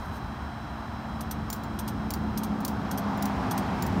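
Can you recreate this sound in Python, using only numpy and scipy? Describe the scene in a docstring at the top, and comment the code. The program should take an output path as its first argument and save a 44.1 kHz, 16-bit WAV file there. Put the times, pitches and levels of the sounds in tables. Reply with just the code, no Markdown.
"""A low rumble and a faint metallic whine: vehicles idle on a highway shoulder at night, with far traffic,
faint hiss and a brief brush of cloth. A vehicle draws near: the partials of its exhaust drone swell and
sink in pitch, and the broadband roar of its tyres rises. Close by a small sprung latch is worked over and
over, a pair of rasping clicks, then a pair of sharp snaps; each contact is a burst of chatter that
excites the damped modes of its small parts."""
import sys
import numpy as np
from scipy import signal
from scipy.fft import rfft, irfft
from scipy.io import wavfile

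SR = 44100
rng = np.random.default_rng(int(sys.argv[2]) if len(sys.argv) > 2 else 0)


def output_pcm(signal):
    """Save a mono or channel-first signal as 16-bit PCM at the path in sys.argv[1].

    Samples are clipped to [-1, 1] before scaling.
    """
    pcm = np.clip(np.atleast_2d(signal).T, -1, 1) * 32767
    wavfile.write(sys.argv[1], SR, np.round(pcm).astype(np.int16))


N = 176400
T = np.arange(N) / SR


# The latch engaging. Each row: start in seconds, relative level in dB, length of the rasp in seconds.
RASP_CLICKS = [(1.2076, -42, 0.0031), (1.3101, -38.5, 0.0035), (1.7886, -40, 0.0065), (1.8776, -40, 0.008),
               (2.3744, -35.5, 0.0024), (2.4336, -38, 0.0041), (2.9110, -38.5, 0.0044),
               (2.9756, -40, 0.0065), (3.5100, -36, 0.0033), (3.5770, -38, 0.0045)]
# Its contact noise. Each row: frequency in Hz, relative spectral density in dB.
RASP_SPECTRUM = [(1500, -14), (3400, -1), (6300, 4), (7600, -6), (8600, 3), (10700, -4.5), (12000, 2),
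                 (14500, -1.5), (16000, -6.5)]
# Its modes when engaged. Each row: frequency in Hz, relative level in dB, time to fall 60 dB in seconds.
ENGAGED_MODES = [(3340, -12, 0.04), (6100, -9.5, 0.036), (8600, -10, 0.019), (10150, -12.5, .03),
                 (11780, -5, 0.033), (13450, -13, 0.04), (13950, -7, .04), (14600, -8, .045)]

def latch_rasps():
    """Contact excitation: the latch engages with a rasp of chatter that sets its parts ringing."""
    return from_db(0.5) * contacts(RASP_CLICKS, RASP_SPECTRUM, ENGAGED_MODES, t60_s=0.064, ring_db=-4.5)


# Snaps and light ticks. Each row: start in seconds, relative level in dB, contact time in seconds.
SNAP_CLICKS = [(1.5008, -31, 0.003), (1.5277, -25.5, 0.0015), (1.5610, -47, .002), (1.6345, -45.5, 0.0045),
               (2.1049, -29.5, 0.0024), (2.1371, -28.5, 0.0015), (2.6040, -46, 0.0052),
               (2.6489, -24.5, 0.001), (2.6793, -29.5, 0.0024), (3.1735, -42, .002),
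               (3.2235, -28.5, 0.0025), (3.2545, -31.5, 0.0036), (3.8226, -30, 0.0018),
               (3.8635, -37, 0.0049)]
# Their contact noise. Each row: frequency in Hz, relative spectral density in dB.
SNAP_SPECTRUM = [(1500, -9), (3400, -2.5), (5600, 3.5), (7700, -4), (8800, -1.5), (12500, -2.5),
                 (14700, 4.5), (16000, 3.5)]
# Modes when released. Each row: frequency in Hz, relative level in dB, time to fall 60 dB in seconds.
RELEASED_MODES = [(4570, -10, 0.028), (5740, -8.5, 0.035), (7140, -4.5, 0.074), (13400, -15, .04),
                  (13930, -6.5, .04), (14600, -6, 0.052), (14800, -16, .047)]

def latch_snaps():
    """Impact excitation: the latch springs back, and the quick decay of its chatter makes a sharp snap."""
    return from_db(-1.5) * contacts(SNAP_CLICKS, SNAP_SPECTRUM, RELEASED_MODES, t60_s=0.028, ring_db=-9)


def contacts(clicks, spectrum, modes, t60_s, ring_db):
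    """Exponential decay: each burst of chatter dies fast, rings the parts and scatters off things nearby."""
    attack_s, crack_s, crack_db = 0.0012, 0.00082, 1
    scatter_db, scatter_t60_s = -14, 0.14
    burst, scatter = np.zeros(N), np.zeros(N)
    for start, db, length in clicks:
        decay_time = np.maximum(T - start - length, 0)
        onset = from_db(db) * np.clip((T - start) / attack_s, 0, 1)
        # The first contact stands out of the chatter.
        crack = 1 + from_db(crack_db) * np.exp(-np.minimum(np.abs(T - start) / crack_s, 20))
        burst += onset * crack * from_db(-60 * np.minimum(decay_time / t60_s, 2))
        scatter += onset * from_db(scatter_db - 60 * np.minimum(decay_time / scatter_t60_s, 2))
    rings = ringing_parts(burst * rng.standard_normal(N), clicks, modes)
    chatter = rms_one(noise(spectrum) * from_db(1.55 * drift(500)))
    return burst * chatter + scatter * noise(spectrum) + from_db(ring_db) * rings


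def ringing_parts(force, clicks, modes):
    """Modal superposition: the grip shifts between clicks, so each mode varies in pitch and strength."""
    longest_ring_s, level_spread_db, pitch_spread = 0.15, 2.5, 0.006
    rings = np.zeros(N)
    starts = sorted(int(s * SR) for s, _, _ in clicks)
    for start, following in zip(starts, starts[1:] + [N]):
        span = np.arange(start, min(start + int(longest_ring_s * SR), N))
        push = force[span] * (span < following)
        for (hz, db, t60_s), (shift, strength) in zip(modes, rng.standard_normal((len(modes), 2))):
            gain = from_db(db + level_spread_db * strength)
            rings[span] += gain * damped_mode(push, hz * (1 + pitch_spread * shift), t60_s)
    return rings


def damped_mode(force, hz, t60_s):
    """A damped harmonic oscillator, scaled so that every mode takes the same energy from a white force."""
    radius = from_db(-60 / (t60_s * SR))
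    angle = 2 * np.pi * hz / SR
    gain = np.sin(angle) * np.sqrt(2 * (1 - radius ** 2))
    return signal.lfilter([0, gain], [1, -2 * radius * np.cos(angle), radius ** 2], force + 1e-18)


# The approaching engine. Each row: time in seconds, firing cycle rate in Hz, relative level in dB.
ENGINE_APPROACH = [(0, 36.67, -47.5), (1.1, 37.02, -45.5), (1.35, 36.74, -40.5), (1.8, 36.38, -40),
                   (2.03, 36.3, -36), (2.55, 35.37, -34.5), (2.9, 34.28, -35), (3.4, 33.4, -35),
                   (3.8, 32.47, -34.5), (4, 32.46, -31)]
# Its partials. Each row: multiple of the cycle rate, relative level in dB when far, and when near.
EXHAUST_ORDERS = [(3, -13.5, -5.5), (5, -11, -10.5), (6, 1.5, -1.5), (7.8, -10, -3.5)]
# The exhaust roar. Each row: frequency in Hz, relative spectral density in dB.
EXHAUST_SPECTRUM = [(25, -38), (90, -18), (125, -8.5), (160, -3), (205, 2), (240, -3), (275, -3),
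                    (330, -7.5), (500, -15), (1000, -30), (4000, -53)]

def approaching_exhaust():
    """Engine orders: partials at multiples of the firing cycle sink together as the vehicle nears."""
    cycle_hz, level_db = in_time(ENGINE_APPROACH)
    near = (cycle_hz.max() - cycle_hz) / (np.ptp(cycle_hz) + 1e-6)  # 0 at highest pitch, 1 at lowest
    jitter_hz = 1.157 + 6.1 * near ** 2
    partials = np.zeros(N)
    for order, far_db, near_db in EXHAUST_ORDERS:
        gain = from_db(far_db + near * (near_db - far_db))
        partials += gain * tone(order * cycle_hz, jitter_hz, waver_db=2.5, rate_hz=9.46)
    roar = from_db(-4.5 + 4.5 * near) * noise(EXHAUST_SPECTRUM)
    return from_db(level_db) * (partials + roar)


# The swell of the tyres' roar and of their hiss. Each row: time in seconds, level in dB.
ROAR_LEVEL = [(0, -54), (1.6, -52), (2.2, -45.5), (2.65, -42), (3.05, -35.5), (3.3, -35), (3.55, -34),
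              (3.85, -36), (4, -38)]
HISS_LEVEL = [(0, -91), (2.7, -73), (3.3, -50.5), (4, -47)]
# The colour of each. Each row: frequency in Hz, relative spectral density in dB.
ROAR_SPECTRUM = [(100, -31), (350, -3), (500, -7.5), (780, 3), (1150, -3.5), (1700, -12.5), (2600, -22.5),
                 (5500, -28), (9000, -45), (16000, -47)]
HISS_SPECTRUM = [(500, -30), (1800, 10.5), (3000, 0.5), (5700, -10), (8000, -15.5), (16000, -24)]

def approaching_tyres():
    """Broadband rolling noise: the roar grows on approach, and treble joins as the tyres come abreast."""
    roar = from_db(in_time(ROAR_LEVEL)[0]) * noise(ROAR_SPECTRUM)
    hiss = from_db(in_time(HISS_LEVEL)[0]) * noise(HISS_SPECTRUM)
    return roar + hiss


# The rumble of idling engines. Each row: time in seconds, level in dB.
IDLE_LEVEL = [(0, -38.5), (.25, -37), (.5, -40), (1.25, -37.5), (2.15, -36), (2.75, -39), (3.7, -37)]
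# Its colour. Each row: frequency in Hz, relative spectral density in dB.
IDLE_SPECTRUM = [(20, -46), (32, -17), (48, -2.5), (68, -0.5), (90, -1), (120, 0.5), (160, -4.5),
                 (210, -4.5), (300, -9.5), (450, -21), (1500, -52)]
# Belts and pulleys. Each row: frequency in Hz, starting level in dB, fade in dB/s (negative grows).
WHINE_PARTIALS = [(3223, -65, 0), (3273, -69.5, -1), (3963, -62, 0.8), (5160, -74, 0), (5260, -69.5, -0.5)]

def idling_vehicles():
    """Periodic excitation: firing gives a lumpy note in the rumble; belts and pulleys give a thin whine."""
    firing = from_db(-6) * tone(72.26, jitter_hz=2.3, waver_db=5.5, rate_hz=5.2)
    whine = sum(from_db(db - fade * T) * tone(hz, jitter_hz=17.4, waver_db=2.0, rate_hz=55.8)
                for hz, db, fade in WHINE_PARTIALS)
    rumble = from_db(in_time(IDLE_LEVEL)[0]) * (firing + noise(IDLE_SPECTRUM))
    return whine + rumble


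# Steady wash of far traffic and faint hiss, as coloured by the microphone (dips at 7.6 and 10.4 kHz).
# Each row: frequency in Hz, relative spectral density in dB.
TRAFFIC_AND_HISS_SPECTRUM = [(100, -21), (450, -12.5), (680, 0), (950, 0.5), (1500, -5), (2200, -16.5),
                             (3500, -22.5), (5500, -27.5), (7600, -36), (8700, -33.5), (10400, -43.5),
                             (11500, -39), (14200, -38), (16000, -42)]

def far_traffic_and_hiss():
    """Incoherent summation: far traffic and faint hiss merge into one noise, coloured by the microphone."""
    return from_db(-40.5) * noise(TRAFFIC_AND_HISS_SPECTRUM)


# A sleeve brushing close by. Each row: time in seconds, mean level in dB.
SLEEVE_LEVEL = [(0, -61), (.11, -66), (.17, -55), (.2, -73), (.5, -92)]

def sleeve_brush():
    """Friction noise: cloth gives a brief, flickering hiss with the same colour as the latch's rasp."""
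    flicker_db = 2 * drift(60)
    return from_db(in_time(SLEEVE_LEVEL)[0] + flicker_db) * noise(RASP_SPECTRUM)


def tone(hz, jitter_hz, waver_db, rate_hz):
    """Random frequency and amplitude modulation: an unsteady machine tone of unit rms."""
    cycles = np.cumsum(hz + jitter_hz * drift(rate_hz)) / SR
    phase = 2 * np.pi * (cycles + rng.random())
    return rms_one(np.sin(phase) * from_db(waver_db * drift(rate_hz)))


def noise(spectrum):
    """Spectral shaping: white noise takes on a given colour, at unit rms."""
    hz, db = np.transpose(spectrum)
    bin_hz = np.arange(N // 2 + 1) * SR / N + 1e-3
    gain = from_db(np.interp(np.log(bin_hz), np.log(hz), db))
    gain /= np.hypot(1, (bin_hz / hz[-1] / 2) ** 2)  # rolls off from an octave above the last row
    return rms_one(irfft(rfft(rng.standard_normal(N)) * gain, N))


def drift(rate_hz):
    """Low-pass filtered noise: a random fluctuation of unit rms, mostly slower than rate_hz."""
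    hop, settling = 40, 2000
    pole = np.exp(-2 * np.pi * rate_hz * hop / SR)
    white = rng.standard_normal(N // hop + settling + 2)
    slow = signal.lfilter([1], [1, -2 * pole, pole ** 2], white)[settling:]
    return np.interp(np.arange(N) / hop, np.arange(len(slow)), rms_one(slow))


def in_time(rows):
    """Linear interpolation: each column of a curve at every sample."""
    seconds, *columns = np.transpose(rows)
    return [np.interp(T, seconds, column) for column in columns]


def from_db(db):
    """Decibels to amplitude ratio."""
    return 10 ** (np.asarray(db) / 20)


def rms_one(x):
    """Normalisation to unit rms."""
    return x / np.sqrt(np.mean(x ** 2) + 1e-20)


def scene():
    """Linear superposition: the latch, the vehicles, the hiss and the cloth add in one channel."""
    latch = latch_rasps() + latch_snaps()
    vehicles = idling_vehicles() + approaching_exhaust() + approaching_tyres()
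    return (latch + vehicles + far_traffic_and_hiss() + sleeve_brush())[None]


def record(dry):
    """Band limiting: a steep elliptic low-pass filter cuts the highest treble."""
    cutoff_hz = 15750
    return signal.sosfilt(signal.ellip(12, .2, 80, cutoff_hz, fs=SR, output="sos"), dry)


dry = scene()
out = record(dry)
output_pcm(out)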